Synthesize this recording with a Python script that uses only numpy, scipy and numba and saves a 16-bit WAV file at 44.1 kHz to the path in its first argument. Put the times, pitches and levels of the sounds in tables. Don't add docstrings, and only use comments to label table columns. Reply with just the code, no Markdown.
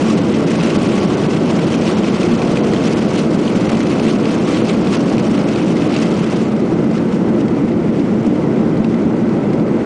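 import sys
import numpy as np
from scipy import signal
from scipy.fft import rfft, irfft, next_fast_len
from scipy.io import wavfile
from scipy.ndimage import uniform_filter1d
from numba import njit

SR = 44100
rng = np.random.default_rng(int(sys.argv[2]) if len(sys.argv) > 2 else 0)


def nominal_scale(level):
    x = np.asarray(level, float) / 20
    return 10 ** x


def to_wav(sig):
    pcm = np.clip(np.atleast_2d(sig), -1, 1) * 32767
    pcm = np.round(pcm).astype(np.int16)
    wavfile.write(sys.argv[1], SR, pcm.T)


N = 434384
SPAN = next_fast_len(N)

# time_s, roar_db
THRUST = [(0.0, -15.5), (.5, -14.5), (1.7, -15), (2.9, -14.5), (3.3, -15), (4.3, -15), (5.8, -15),
          (6.55, -16.5), (6.8, -14), (7.05, -16), (7.35, -14), (7.9, -15.5), (8.6, -14), (9.5, -14.5),
          (9.85, -14.5)]
# time_s, effort (0-1)
BRAKING = [(0.0, 0.97), (1.0, 1.0), (1.25, 0.91), (1.6, 1.0), (2.9, 0.98), (3.3, .85), (3.7, 0.98),
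           (4.4, 0.91), (5.3, .82), (5.7, 0.87), (6.35, 0.9), (6.55, 0.4), (7.5, 0.14), (8.9, 0.18),
           (9.6, .08), (9.85, -.2)]
# frequency_hz, level_db (per Hz)
HULL_ROAR = [(12, -49.5), (20, -49.5), (98, -13.5), (166, -3.5), (221, -1), (251, -1), (286, -1),
             (423, -9.5), (482, -13), (522, -13.5), (564, -16), (976, -24), (2560, -41), (7090, -61.5),
             (10200, -71.5), (13300, -90), (22000, -120)]
# frequency_hz, width_hz, gain_db
CABIN_MODES = [(86.6, 14, 0), (168, 13, 2.5), (217.2, 40, 3.5), (256.7, 12.2, -10), (295, 24, -0.5),
               (344, 41, 2.5), (484, 50, 3), (607, 77, 2.5), (1327, 110, 3.5), (1520, 22, 5.5),
               (1730, 420, -3.5), (2050, 230, 3.5), (3600, 3300, -5.5), (5530, 1200, 1), (8760, 6600, 3)]
# pitch_hz, t60_s, level_db
TRIM_RINGS = [(978, 0.04, 0), (1121, 0.046, 8), (1357, 0.012, 7.5), (2050, 0.0067, 1.5),
              (2580, 0.028, -1.5), (3100, 0.0085, 2.5)]
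# frequency_hz, level_db (per Hz)
CLATTER = [(880, -31), (1500, -1.5), (1790, -4.5), (2000, -2), (2570, -0.5), (3770, -6.5), (5600, -7.5),
           (9090, -18), (10000, -18.5), (13000, -53), (22000, -120)]
# centre_s, added_rattle_db, length_s
JOLTS = [(0.102, 4.5, .12), (0.255, 1, 0.032), (0.342, 3, .07), (0.507, 2.5, 0.11), (0.656, 4, 0.24),
         (0.97, 3.5, .18), (1.648, 1, 0.13), (1.895, 5, .07), (2.227, 2.5, .09), (2.582, 1, 0.055),
         (2.884, 3.5, .07), (3.173, 6.5, 0.097), (3.581, 3.5, .09), (3.722, 2, .07), (3.914, 4, .07),
         (4.091, 5, .08), (4.525, 4.5, .13), (4.699, 5.5, 0.12), (4.94, 5, .13), (5.09, 3, .05),
         (5.382, 3.5, 0.081), (5.968, 4.5, 0.21), (6.247, -1, .06), (6.375, 0.5, 0.059), (6.96, 8, .09),
         (7.14, 6, 0.061), (7.398, 7.5, .07), (7.991, 5, .06), (8.268, 6.5, 0.048), (9.547, 4.5, 0.056)]
# start_s, peak_db, pitch_hz
HARD_TICKS = [(0.6, -16, 2620), (1.592, -15.5, 2280), (1.742, -13, 2480), (1.877, -14.5, 2670),
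              (2.0447, -14.5, 2500), (2.2316, -12.5, 2510), (2.418, -16, 2510), (2.5718, -12, 2470),
              (2.7354, -12.5, 1930), (2.7627, -15.5, 3180), (2.8695, -17.5, 3100), (3.1736, -17, 3040),
              (3.4785, -14, 3180), (3.6923, -14, 2600), (3.805, -12.5, 2050), (3.9972, -15, 2620),
              (4.0657, -14, 2020), (4.255, -11.5, 2610), (4.487, -19.5, 2300), (4.573, -18, 3040),
              (4.696, -17, 2300), (4.871, -13, 2460), (4.9375, -15.5, 2710), (5.1814, -13.5, 2530),
              (5.487, -16.5, 2640), (5.5595, -16, 2490), (5.7678, -13.5, 2050), (5.821, -16, 2530),
              (5.94, -13.5, 2540), (5.9644, -10.5, 2710)]
# start_s, peak_db, pitch_hz
LATE_TICKS = [(6.5644, -23, 2970), (6.8419, -22, 2080), (6.9781, -19.5, 1810), (7.1248, -26.5, 2240),
              (7.411, -22.5, 2890), (7.482, -21, 2160), (7.717, -22.5, 2010), (8.11, -28, 2040),
              (8.56, -27.5, 2200), (8.77, -22.5, 2040), (8.845, -19.5, 2650), (8.9427, -22.5, 2060),
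              (9.167, -28.5, 2080), (9.2924, -24, 2050), (9.5323, -22, 2260), (9.5972, -24.5, 2170)]
DROPOUT_EDGES = [4700, 5150, 5650, 6150, 6700, 7350, 8050, 8800, 9500, 11000]


def curve(table, column):
    rows = np.array(table)
    return np.interp(np.arange(N) / SR, rows[:, 0], rows[:, column])


def shape(table, hz):
    rows = np.array(table)
    return np.interp(np.log(hz), np.log(rows[:, 0]), rows[:, 1])


def unit(x):
    return x / np.sqrt(np.mean(x ** 2))


def walk(rate_hz):
    hold = int(SR / rate_hz)
    steps = np.repeat(rng.standard_normal(N // hold + 1), hold)
    slewed = uniform_filter1d(uniform_filter1d(steps, hold), hold)
    return unit(slewed[:N])


def ring(strike, hz, t60_s):
    decay = np.log(1000) / (max(t60_s, .001) * SR)
    pole = np.exp(2j * np.pi * hz / SR - decay)
    return signal.lfilter([1], [1, -pole], strike).imag


def roar(boom_hz=450, hiss_hz=1700, hiss_db=-39, flicker_db=0.43):
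    hz = np.fft.rfftfreq(SPAN, 1 / SR) + 1e-3
    db = shape(HULL_ROAR, hz)
    for mode_hz, width_hz, gain_db in CABIN_MODES:
        db = db + gain_db / (1 + (2 * (hz - mode_hz) / width_hz) ** 2)
    jet = rfft(rng.standard_normal(SPAN)) * nominal_scale(db)

    low = 1 / (1 + (hz / boom_hz) ** 6)
    high = 1 / (1 + (hiss_hz / hz) ** 6)
    boom, upper, hiss = (unit(irfft(jet * share, SPAN)[:N]) for share in (low, 1 - low - high, high))
    thrust_db = curve(THRUST, 1)
    boom *= nominal_scale(thrust_db + 2.0)
    upper *= nominal_scale(thrust_db - 11 + 3.5 * curve(BRAKING, 1) + flicker_db * walk(10))
    return boom + upper + hiss * nominal_scale(hiss_db + 0.96 * walk(30))


def shake(calm_db=-52.5, braked_db=18, stir_s=0.033, stir_db_per_db=0.25, stir_from_db=-15.5):
    t = np.arange(0, N, 100) / SR
    effort = np.clip(curve(BRAKING, 1)[::100], -.5, 1.2)
    bed = calm_db + braked_db * effort

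    def swell(centre_s, length_s):
        return np.exp(-(2 * (t - centre_s) / length_s) ** 2)

    db = bed + sum(gain_db * swell(centre_s, length_s) for centre_s, gain_db, length_s in JOLTS)
    threshold_db = stir_from_db + 0.4 * (bed - bed.max())
    for start_s, peak_db, _ in HARD_TICKS + LATE_TICKS:
        stir_db = stir_db_per_db * np.maximum(peak_db - threshold_db, 0)
        db += stir_db * swell(start_s, stir_s)
    return np.interp(np.arange(N) / SR, t, db)


def knocks(per_s, spread_db):
    moment, force, side = rng.random((3, 30000))[:, :int(per_s * N / SR)]
    out = np.zeros(N)
    out[(moment * N).astype(int)] = np.sign(side - .5) * nominal_scale(-spread_db * np.log(force + 0.00082))
    return out


def rattle(burst_db=-0.5, patchy_db=0.0, clatter_db=2.0):
    panels = 0
    for pitch_hz, t60_s, db in TRIM_RINGS:
        level = nominal_scale(db + patchy_db * walk(25))
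        panels = panels + level * unit(ring(knocks(500, 2.9), pitch_hz, t60_s))

    hz = np.fft.rfftfreq(SPAN, 1 / SR) + 1e-3
    common = .8 * knocks(2400, 1.3)
    clatter = 0
    for centre_hz in 1600 * 1.3 ** np.arange(8):
        band = nominal_scale(shape(CLATTER, hz)) * np.exp(-(np.log(hz / centre_hz) / 0.23) ** 2)
        level = nominal_scale(1.1 * walk(50))
        contacts = common + knocks(2500, 2.2)
        clatter = clatter + level * irfft(rfft(contacts, SPAN) * band, SPAN)[:N]

    burst = nominal_scale(burst_db * walk(60) + 1.73 * walk(130))
    chatter = (unit(panels) + nominal_scale(clatter_db) * unit(clatter)) * burst
    return unit(chatter) * nominal_scale(shake() + 5.0)


def ticks(t60_s=0.013, crack_db=-9, crack_hz=4000):
    out = np.zeros(N + SR)
    t = np.arange(SR // 20) / SR
    for start_s, peak_db, pitch_hz in HARD_TICKS + LATE_TICKS:
        tone = np.sin(2 * np.pi * pitch_hz * t) * np.exp(-np.log(1000) * t / t60_s)
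        crack = unit(ring(rng.standard_normal(len(t)), crack_hz, .0008)) * np.exp(-t / .004)
        start = int(start_s * SR)
        out[start:start + len(t)] += nominal_scale(peak_db - 2.0) * (tone + nominal_scale(crack_db) * crack)
    return out[:N]


def scene():
    return (roar() + rattle() + ticks())[None]


@njit
def ride(x, top, attack, release, slope):
    y, envelope = np.empty(len(x)), top
    for i in range(len(x)):
        level = abs(x[i])
        envelope += (level - envelope) * (attack if level > envelope else release)
        y[i] = x[i] * (top / max(envelope, 1e-6)) ** slope
    return y


def thin_treble(x, under_db, luck_db, size, top_hz=9990):
    hz, _, spec = signal.stft(np.pad(x, (0, size), "reflect"), SR, "cosine", size, boundary="even")
    count = spec.shape[1]
    strain = luck_db * rng.standard_normal(count)
    frames = np.minimum(np.arange(count) * size // 2, N - 1)
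    strain -= .06 * (shake()[frames] + 38)
    for lo_hz, hi_hz in zip(DROPOUT_EDGES, DROPOUT_EDGES[1:]):
        band = (hz >= lo_hz) & (hz < hi_hz)
        db = 10 * np.log10(np.mean(np.abs(spec[band]) ** 2, axis=0) + 1e-18)
        dip = db - uniform_filter1d(db, size=15)
        luck = uniform_filter1d(rng.standard_normal(count), size=2)
        margin_db = .5 * dip + strain + 3.2 * luck - under_db - .12 * (lo_hz / 1000 - 7)
        spec[band] *= np.clip(margin_db / 0.36, .03, 1)
    spec /= np.sqrt(1 + np.minimum(hz[:, None] / top_hz, 1.5) ** 200)
    return signal.istft(spec, SR, "cosine", size)[1][:N]


def low_pass(x):
    return signal.sosfilt(signal.butter(12, 10360, fs=SR, output="sos"), x)


def record(dry):
    ridden = ride(dry[0], .2, 0.004, 0.00064, 0.36)
    lopsided = np.minimum(ridden - .13 * ridden ** 2, .452)
    filmed = thin_treble(lopsided - lopsided.mean(), -4.9, 1.2, size=1024)
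    filmed = thin_treble(filmed, -3.4, 1.8, size=384)
    filmed *= np.minimum(np.arange(N)[::-1] / 120, 1)
    mix = np.maximum(filmed, -.708)[None]
    return low_pass(mix)


dry = scene()
out = record(dry)
to_wav(out)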